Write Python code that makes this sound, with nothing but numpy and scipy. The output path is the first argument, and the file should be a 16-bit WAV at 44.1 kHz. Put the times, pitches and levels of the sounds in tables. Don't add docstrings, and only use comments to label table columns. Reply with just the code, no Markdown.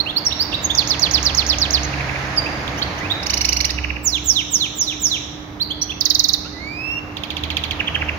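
import sys
import numpy as np
from scipy import signal
from scipy.fft import rfft, irfft, next_fast_len
from scipy.io import wavfile

SR = 44100
rng = np.random.default_rng(int(sys.argv[2]) if len(sys.argv) > 2 else 0)


def persist_wave(psi):
    counts = np.round(np.clip(psi, -1, 1) * 32767).astype(np.int16)
    wavfile.write(sys.argv[1], SR, np.atleast_2d(counts).T)


N = 360738
TIME = np.arange(N) / SR

# (progress [0-1], nominal pitch [Hz], relative level [dB])
RISE = [(0, 2700, -24), (.2, 3800, -7), (.4, 4020, -0.5), (.6, 4200, -1.5), (.8, 4550, -3), (1, 4700, -20)]
PEEP = [(0, 2600, -22), (.25, 3050, -7), (.5, 3260, -1), (.75, 3430, -4), (1, 3290, -20)]
DIP = [(0, 6600, -24), (.2, 6200, -10), (.45, 5750, -2), (.65, 5520, 10), (.85, 5540, -6), (1, 5650, -20)]
VEE = [(0.0, 4050, -3), (0.2, 3250, -7), (0.4, 2610, -2), (0.55, 3310, -6.5), (0.75, 3760, 4),
       (1.0, 4100, -2)]
GLIDE = [(0.0, 2500, -7), (0.25, 2805, 0), (0.5, 3150, -9.5), (0.75, 3390, -0.5), (1.0, 3780, -2.5)]
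HOOK = [(0.0, 4700, 1), (0.05, 6300, -6.5), (0.105, 6930, -15), (0.24, 6290, -19), (0.365, 5800, -6),
        (0.48, 4800, 0), (0.575, 4230, -1), (0.72, 3720, -12), (0.85, 3200, -9.5), (.94, 2550, -13),
        (1.0, 2050, -21)]
FLICK = [(0.0, 4900, -14), (0.2, 6400, -3), (0.4, 7000, -18), (1.0, 6100, -7)]
TUK = [(0, 1920, -19), (.25, 2550, -8), (.45, 2920, -6.5), (.6, 2700, 1), (.72, 2290, 2), (.87, 1680, -9),
       (1, 1320, -6)]
BUZZ = [(0, 1960, -17), (.25, 2125, -7.5), (.5, 2360, -4.5), (.65, 2805, 2.5), (.8, 3050, -1.5),
        (.9, 2900, -6), (1, 2140, -5)]
SLUR = [(0, 7880, -20.5), (.12, 7360, -5.5), (.24, 6700, -2), (.36, 5715, 2.5), (.48, 5060, -13),
        (.58, 4440, -22), (.68, 3927, -4), (.8, 3350, -4.5), (.9, 2820, -10.5), (1, 2110, -17.5)]
WHIP = [(0, 7200, -19), (.12, 6750, -11), (.24, 6000, -4), (.34, 5150, .5), (.49, 4350, .5),
        (.68, 3880, -5.5), (1, 3640, -12)]
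TICK = [(0, 4250, -4), (.07, 3480, 3), (.15, 2850, -3), (.25, 2450, -11), (.5, 2200, -19), (1, 1950, -29)]
SQUEAK = [(0, 2650, -14), (.4, 2950, 0), (.7, 3200, -2), (1, 3450, -12)]
UNDERTONE = [(0, 2400, -60), (.6, 2050, -40), (.85, 1930, -27), (1, 1850, -27)]

# (time [s], length [s], pitch factor [ratio], lateness [exponent], gain [dB])
RISES = [(.159, .032, 1.07, .75, -6), (.391, .048, 1.13, .75, -5.5), (5.596, .04, 1.01, 1, -7),
         (5.813, .026, 1.05, .8, -17)]
PEEPS = [(0, .019, 1.29, .6, -7), (.695, .029, 1.08, .9, -9), (2.451, .028, .79, 1.1, -16),
         (3.097, .037, 1.14, .8, -8), (5.697, .031, 1.03, 1.2, -13.5), (5.813, .026, 1.77, .55, -8),
         (5.89, .025, 1.02, 1.15, -14), (5.911, .018, .82, 1.4, -20)]
DIPS = [(.247, .039, 1, .85, -8.3), (.617, .052, 1.165, 1.25, -11.2), (2.361, .038, .86, .85, -11.3)]
VEES = [(.3023, .032, 1.03, 1, -11.5), (.518, .037, 1, .9, -11), (2.8165, .017, 1.155, .78, -9.5)]
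GLIDES = [(.06, .052, 1, 1, -16), (3.005, .062, .72, .9, -21)]
SQUEAKS = [(2.77, .036, 1, 1, -23.5), (2.974, .03, 1, 1, -30), (6.436, .05, .46, 1, -35)]
FLICKS = [(1.831, .025, .98, .83, -10)]
TICKS = [(2.677, .027, 1.03, .98, -17)]
TUKS = [(7.7922, .023, 1.06, .74, -11.7), (7.869, .023, 1.18, .76, -12), (7.9432, .023, 1.12, .72, -9.5),
        (8.0091, .021, .98, .79, -11.2), (8.08, .02, 1, 1.19, -11.3)]
BUZZES = [(3.222, .017, .92, 1, -17), (3.6923, .02, .9, 1.29, -9)]
SLURS = [(4.028, .16, 1.022, .92, -7.5), (4.24, .18, .99, 1.03, -6), (4.499, .17, 1.034, .93, -6.5),
         (4.747, .188, 1, 1.08, -8), (4.996, .18, 1.012, .97, -6)]

WHIP_START_S, WHIP_PERIOD_S = 6.0039, .0466
BUZZ_START_S, BUZZ_PERIOD_S, BUZZ_SLOWING_S = 3.2595, .0357, .00026
WHIP_TIMES = [WHIP_START_S + WHIP_PERIOD_S * k for k in range(8)]
BUZZ_TIMES = [BUZZ_START_S + (BUZZ_PERIOD_S + BUZZ_SLOWING_S * k) * k for k in range(11)]
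HOOK_TIMES = [.7498, .873, .994, 1.1103, 1.2277, 1.347, 1.4636, 1.5839, 1.7055]
TICK_TIMES = [7.1677, 7.2346, 7.3027, 7.3664, 7.4354, 7.502, 7.5674, 7.6367, 7.7084]
FIRST_TUK_TIMES = [1.929, 1.9972, 2.0856, 2.149]
SECOND_TUK_TIMES = [3.7748, 3.8337, 3.8935, 3.9546]
# (onsets [s], length [s], lateness [exponent], pitch factor [ratio],
# pitch step [ratio/note], gain [dB], gain step [dB/note], soft start [dB])
HOOK_RUNS = [(HOOK_TIMES, .0845, .9, 1.008, .001, -4.8, -.2, 0)]
BUZZ_RUNS = [(BUZZ_TIMES, .015, .81, 1, -.002, -5, 0, 3)]
WHIP_RUNS = [(WHIP_TIMES, .021, 1, .997, -.002, -2.7, -.25, 2.2)]
TICK_RUNS = [(TICK_TIMES, .029, .99, 1.01, -.006, -13.9, .65, 2.5)]
TUK_RUNS = [(FIRST_TUK_TIMES, .018, .85, .99, -.025, -16.5, -.2, 0),
            (SECOND_TUK_TIMES, .018, 1.13, 1.025, -.01, -12.5, -.8, 0)]

# (contour, single notes, runs,
# harmonic gains [dB], share of the level swing that adjacent harmonics follow [0-1], rasp [factor])
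SONG = [ (RISE, RISES, [], [0, -30, -24.5], .7, .7), (PEEP, PEEPS, [], [1, -23.5, -30, -30], .7, 1.1),
        (DIP, DIPS, [], [0, -23, -33], .4, .4), (VEE, VEES, [], [0, -27, -30, -32], .7, .79),
        (GLIDE, GLIDES, [], [1, -32, -29, -29], .8, .7), (SQUEAK, SQUEAKS, [], [0, -1, -12, -15, -17],
        .8, 1.8), (HOOK, [], HOOK_RUNS, [-1, -28, -33, -38], .3, 1.1), (FLICK, FLICKS, [], [0, -29],
        .3, .6), (TUK, TUKS, TUK_RUNS, [-1, -29, -34, -39, -36], .88, .65),
        (BUZZ, BUZZES, BUZZ_RUNS, [-10.5, -1.5, -17, -21, -25.5], .6, 2.3), (SLUR, SLURS, [],
        [0, -24, -28, -34], .2, .45), (WHIP, [], WHIP_RUNS, [-0.5, -25, -22, -29], .3, 1.4), (UNDERTONE, [],
        WHIP_RUNS, [-2.5], 1, 1), (TICK, TICKS, TICK_RUNS, [0, -17, -25, -25, -28], 0, 1), ]
# (time [s], pitch [Hz], relative level [dB])
WHISTLE = [(6.53, 1950, -48), (6.544, 2015, -52), (6.576, 1979, -44), (6.606, 2116, -38),
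           (6.838, 2620, -33), (6.914, 2706, -27), (6.995, 2793, -32)]
WHISTLE_HARMONICS_DB = [8, -9.5, -19, -27, -26]
# (time [s], direct gain [dB], left minus right [dB])
FACING = [(0, 1, -15), (.28, -3.5, -11), (.52, -4, -12), (.78, .5, -19), (1.7, 1.5, -14), (2.0, 0, -8),
          (3.1, -2, -12), (3.65, -1, -15), (4.1, 0, -20), (4.55, -.5, -12), (4.85, -4, -10),
          (5.7, -2.5, -11), (6.05, 0, -17), (6.9, 1, -15), (7.25, -1.5, -12), (7.7, 0, -14), (7.82, .5, -9)]

# (delay [s], left gain [dB], right gain [dB])
ECHOES = [(.0013, -29.5, -36.5), (.0036, -16.5, -19.5), (.0051, -23.5, -27.5), (.0062, -29, -19.5),
          (.0116, -28, -17)]
# (band centre [Hz], left gain [dB], right gain [dB], reverberation time [s])
REVERB_BANDS = [(1400, -17, -9, .7), (2400, -10.5, -12, 0.75), (3500, -12.5, -8.5, 1),
                (4600, -19.5, -11.5, 1), (5800, -23, -11, 0.85), (7200, -12.5, -24, 0.83),
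                (11000, -14, -17, 0.53), (15000, -17, -10, 0.32)]

# (time [s], relative level [dB])
ROAD_SWELL = [(0.0, -39), (1.18, -33), (1.52, -34), (2.48, -32), (3.16, -33), (3.48, -38), (4.42, -44),
              (6.01, -43), (6.38, -44), (8.02, -36), (8.18, -36)]
# (frequency [Hz], relative level [dB])
RUMBLE_SPECTRUM = [(15, -37), (25, -23), (48, -6), (75, 0), (146, -4.5), (243, -8), (298, -5), (321, -7),
                   (353, -9.5), (409, -23), (450, -14.5), (580, -46), (990, -120)]
BODY_SPECTRUM = [(300, -14), (420, -3), (550, 0), (800, 1), (1300, -1), (1600, -10), (2100, -41.5)]
TYRE_SPECTRUM = [(1100, -21), (1600, 3), (2200, 1.5), (3200, -9), (5000, -11.5), (7000, -17),
                 (10000, -25.5), (16000, -50)]
# (time [s], firing rate [Hz])
FIRING_RATE = [(0, 68.5), (2.0, 67.8), (2.7, 66), (3.9, 66.6), (4.4, 63), (6.8, 63), (7.3, 78), (8.18, 79)]
# (time [s], length [s], fundamental gain [dB], octave gain [dB])
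BOOMS = [(.55, 2.7, -44, -45), (1.0, 1.08, -32.5, -60), (1.7, .72, -60, -37.5), (3.2, .85, -30.5, -56),
         (3.95, .42, -35.5, -58), (7.27, .52, -34, -50), (7.82, .45, -33, -42)]
# (frequency [Hz], left level [dB], right level [dB])
HUM_TONES = [(300.6, -49, -36.5), (405, -62.5, -48.5)]
# (frequency [Hz], coherence [ratio, capped at 1 in use])
COHERENCE = [(100, 1.9), (250, 0.6), (500, 1.3), (1000, 0.12), (2000, 0), (8000, 0.23)]
# (frequency [Hz], left minus right [dB])
BALANCE = [(60, -5.5), (125, 1.5), (250, -3.5), (1000, -2.5), (4000, -5.5), (12000, -5)]
# (frequency [Hz], gain [dB])
PORT_RESPONSE = [(6600, 0.5), (7200, -6.5), (7600, -15.5), (8100, -25.5), (8600, -17.5), (9300, -8),
                 (10500, -3.5), (13000, -0.5), (15000, 6), (16000, 0)]


def syrinx(pitch, shape_db, harmonics_db, follow, rasp, jitter=.0047, shimmer_db=2.1, flutter_hz=250.4):
    size = len(pitch)
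    pitch = pitch * (1 + jitter * drift(flutter_hz, size))
    phase_noise = rasp * .15 * drift(rate_hz=1794, size=size)
    phase = 2 * np.pi * np.cumsum(pitch) / SR + phase_noise
    tone, favoured = 0, np.argmax(harmonics_db) + 1
    for k, db in enumerate(harmonics_db, 1):
        share = 1 if k == favoured else 1 - (1 - follow) / abs(k - favoured)
        tone = tone + from_db(db + share * shape_db) * np.sin(k * phase) * (k * pitch < SR / 2)
    fade = signal.windows.tukey(size, min(2 * .0015 * SR / size, 1))
    return tone * fade * from_db(shimmer_db * drift(flutter_hz, size))


def repeats(onsets, length, lateness, pitch_factor, pitch_step, level_db, step_db, soft_start_db):
    notes = []
    for k, onset in enumerate(onsets):
        longer, higher, later, louder = rng.standard_normal(4)
        notes.append((onset, length * (1 + .02 * longer),
                      (pitch_factor + pitch_step * k) * (1 + .01 * higher),
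                      lateness * (1 + .04 * later),
                      level_db + step_db * k - soft_start_db * np.exp(-k) + .5 * louder))
    return notes


def canary():
    voice = np.zeros(N)
    for contour, singles, runs, harmonics_db, follow, rasp in SONG:
        notes = list(singles) + [note for run in runs for note in repeats(*run)]
        for onset, length, pitch_factor, lateness, level_db in notes:
            progress = np.linspace(0, 1, int(length * SR)) ** lateness
            pitch, shape_db = along(contour, progress)
            syllable = syrinx(pitch * pitch_factor, shape_db, harmonics_db, follow, rasp)
            add(voice, onset, from_db(level_db) * syllable)
    start, end = WHISTLE[0][0], WHISTLE[-1][0]
    pitch, level_db = along(WHISTLE, np.arange(start, end, 1 / SR))
    peak_db = level_db.max()
    whistle = syrinx(pitch, level_db - peak_db, WHISTLE_HARMONICS_DB, follow=.25, rasp=.15)
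    add(voice, start, from_db(peak_db) * whistle)
    return voice


def beak_beam(voice, right_lag_s=.00011):
    direct_db, left_right_db = along(FACING, TIME)
    direct = panned(left_right_db) * from_db(direct_db) * voice
    direct[1] = np.interp(TIME - right_lag_s, TIME, direct[1])
    return direct


def room(voice, build_up_s=.0022):
    t, hz = TIME[:SR], np.fft.rfftfreq(SR, 1 / SR)
    white = rfft(rng.standard_normal((2, SR)))
    response = np.zeros((2, SR))
    centres = [row[0] for row in REVERB_BANDS]
    for band_weights, (_, left_db, right_db, t60) in zip(np.eye(len(centres)), REVERB_BANDS):
        decay = from_db(-60 * t / t60) * (1 - np.exp(-t / build_up_s))
        band = irfft(white * np.interp(hz, centres, band_weights), SR)
        response += from_db([[left_db], [right_db]]) * band * decay / np.linalg.norm(decay)
    for delay, left_db, right_db in ECHOES:
        response[:, round(delay * SR)] += from_db([left_db, right_db])
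    return signal.fftconvolve(voice[None], response, axes=1)[:, :N]


def road(abreast_s=2.1, abreast_width_s=.35, abreast_db=3.5):
    level_db, = along(ROAD_SWELL, TIME)
    swell_db = level_db - level_db.mean()
    flare_db = abreast_db / (1 + ((TIME - abreast_s) / abreast_width_s) ** 2)
    rumble = from_db(-35.3 + .5 * swell_db) * diffuse_noise(RUMBLE_SPECTRUM)
    body = from_db(-38.2 + swell_db) * diffuse_noise(BODY_SPECTRUM)
    tyres = from_db(-42.7 + 1.3 * swell_db + flare_db) * diffuse_noise(TYRE_SPECTRUM)
    return rumble + body + tyres


def engines(wander=.018, throb_db=1.5, attack_s=.17, release_s=.12):
    firing_hz, = along(FIRING_RATE, TIME)
    phase = 2 * np.pi * np.cumsum(firing_hz * (1 + wander * drift(15, N))) / SR
    fundamental_gain, octave_gain = from_db(-47), from_db(-54)
    for onset, length, fundamental_db, octave_db in BOOMS:
        rise, fall = (TIME - onset) / attack_s, (onset + length - TIME) / release_s
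        swell = np.clip(np.minimum(rise, fall), 0, 1)
        fundamental_gain += from_db(fundamental_db) * swell
        octave_gain += from_db(octave_db) * swell
    fundamental = fundamental_gain * from_db(throb_db * drift(14, N)) * np.sin(phase)
    octave = octave_gain * from_db(throb_db * drift(12, N)) * np.sin(2 * phase)
    return 2 * panned(left_right_db=-4)[:, None] * (fundamental + octave)


def appliance_hum(waver_rad=.15, waver_db=.7):
    hum = 0
    for hz, left_db, right_db in HUM_TONES:
        phase = 2 * np.pi * hz * TIME + waver_rad * drift(8, N)
        tone = np.sqrt(2) * np.sin(phase) * from_db(waver_db * drift(6, N))
        hum = hum + from_db([[left_db], [right_db]]) * tone
    return hum


def diffuse_noise(spectrum):
    size = next_fast_len(N)
    hz = np.fft.rfftfreq(size, 1 / SR)
    mid, side = rfft(rng.standard_normal((2, size)))
    coherence = np.clip(at_hz(COHERENCE, hz), 0, 1)
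    pair = np.sqrt(1 + coherence) * mid + np.sqrt(1 - coherence) * side * [[1], [-1]]
    noise = irfft(pair * panned(at_hz(BALANCE, hz)) * from_db(at_hz(spectrum, hz)), size)[:, :N]
    return noise / np.std(noise.mean(axis=0))


def from_db(db):
    return 10 ** (np.asarray(db) / 20)


def along(rows, at):
    first, *columns = np.transpose(rows)
    return [np.interp(at, first, column) for column in columns]


def at_hz(rows, hz):
    frequencies, values = np.transpose(rows)
    return np.interp(np.log(hz + 1), np.log(frequencies), values)


def panned(left_right_db):
    ratio = from_db(left_right_db)
    return np.array([ratio, np.ones_like(ratio)]) / np.sqrt(1 + ratio ** 2)


def drift(rate_hz, size):
    return np.interp(np.arange(size) / SR * rate_hz, np.arange(size), rng.standard_normal(size))


def add(track, onset_s, sound):
    start = max(round(onset_s * SR), 0)
    part = track[..., start:start + sound.shape[-1]]
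    part += sound[..., :part.shape[-1]]


def scene(hiss_db=-61):
    voice = canary()
    hiss = from_db(hiss_db) * rng.standard_normal((2, N))
    return beak_beam(voice) + room(voice) + road() + engines() + appliance_hum() + hiss


def record(dry, ceiling=.95, cutoff_hz=15800):
    size = next_fast_len(N + SR)
    hz = np.fft.rfftfreq(size, 1 / SR)
    coloured = irfft(rfft(dry, size) * from_db(at_hz(PORT_RESPONSE, hz)), size)
    rounded = coloured / (1 + (coloured / ceiling) ** 12) ** (1 / 12)
    steep_cut = 1 / np.sqrt(1 + (hz / cutoff_hz) ** 200)
    return irfft(rfft(rounded) * steep_cut, size)[:, :N]


dry = scene()
out = record(dry)
persist_wave(out)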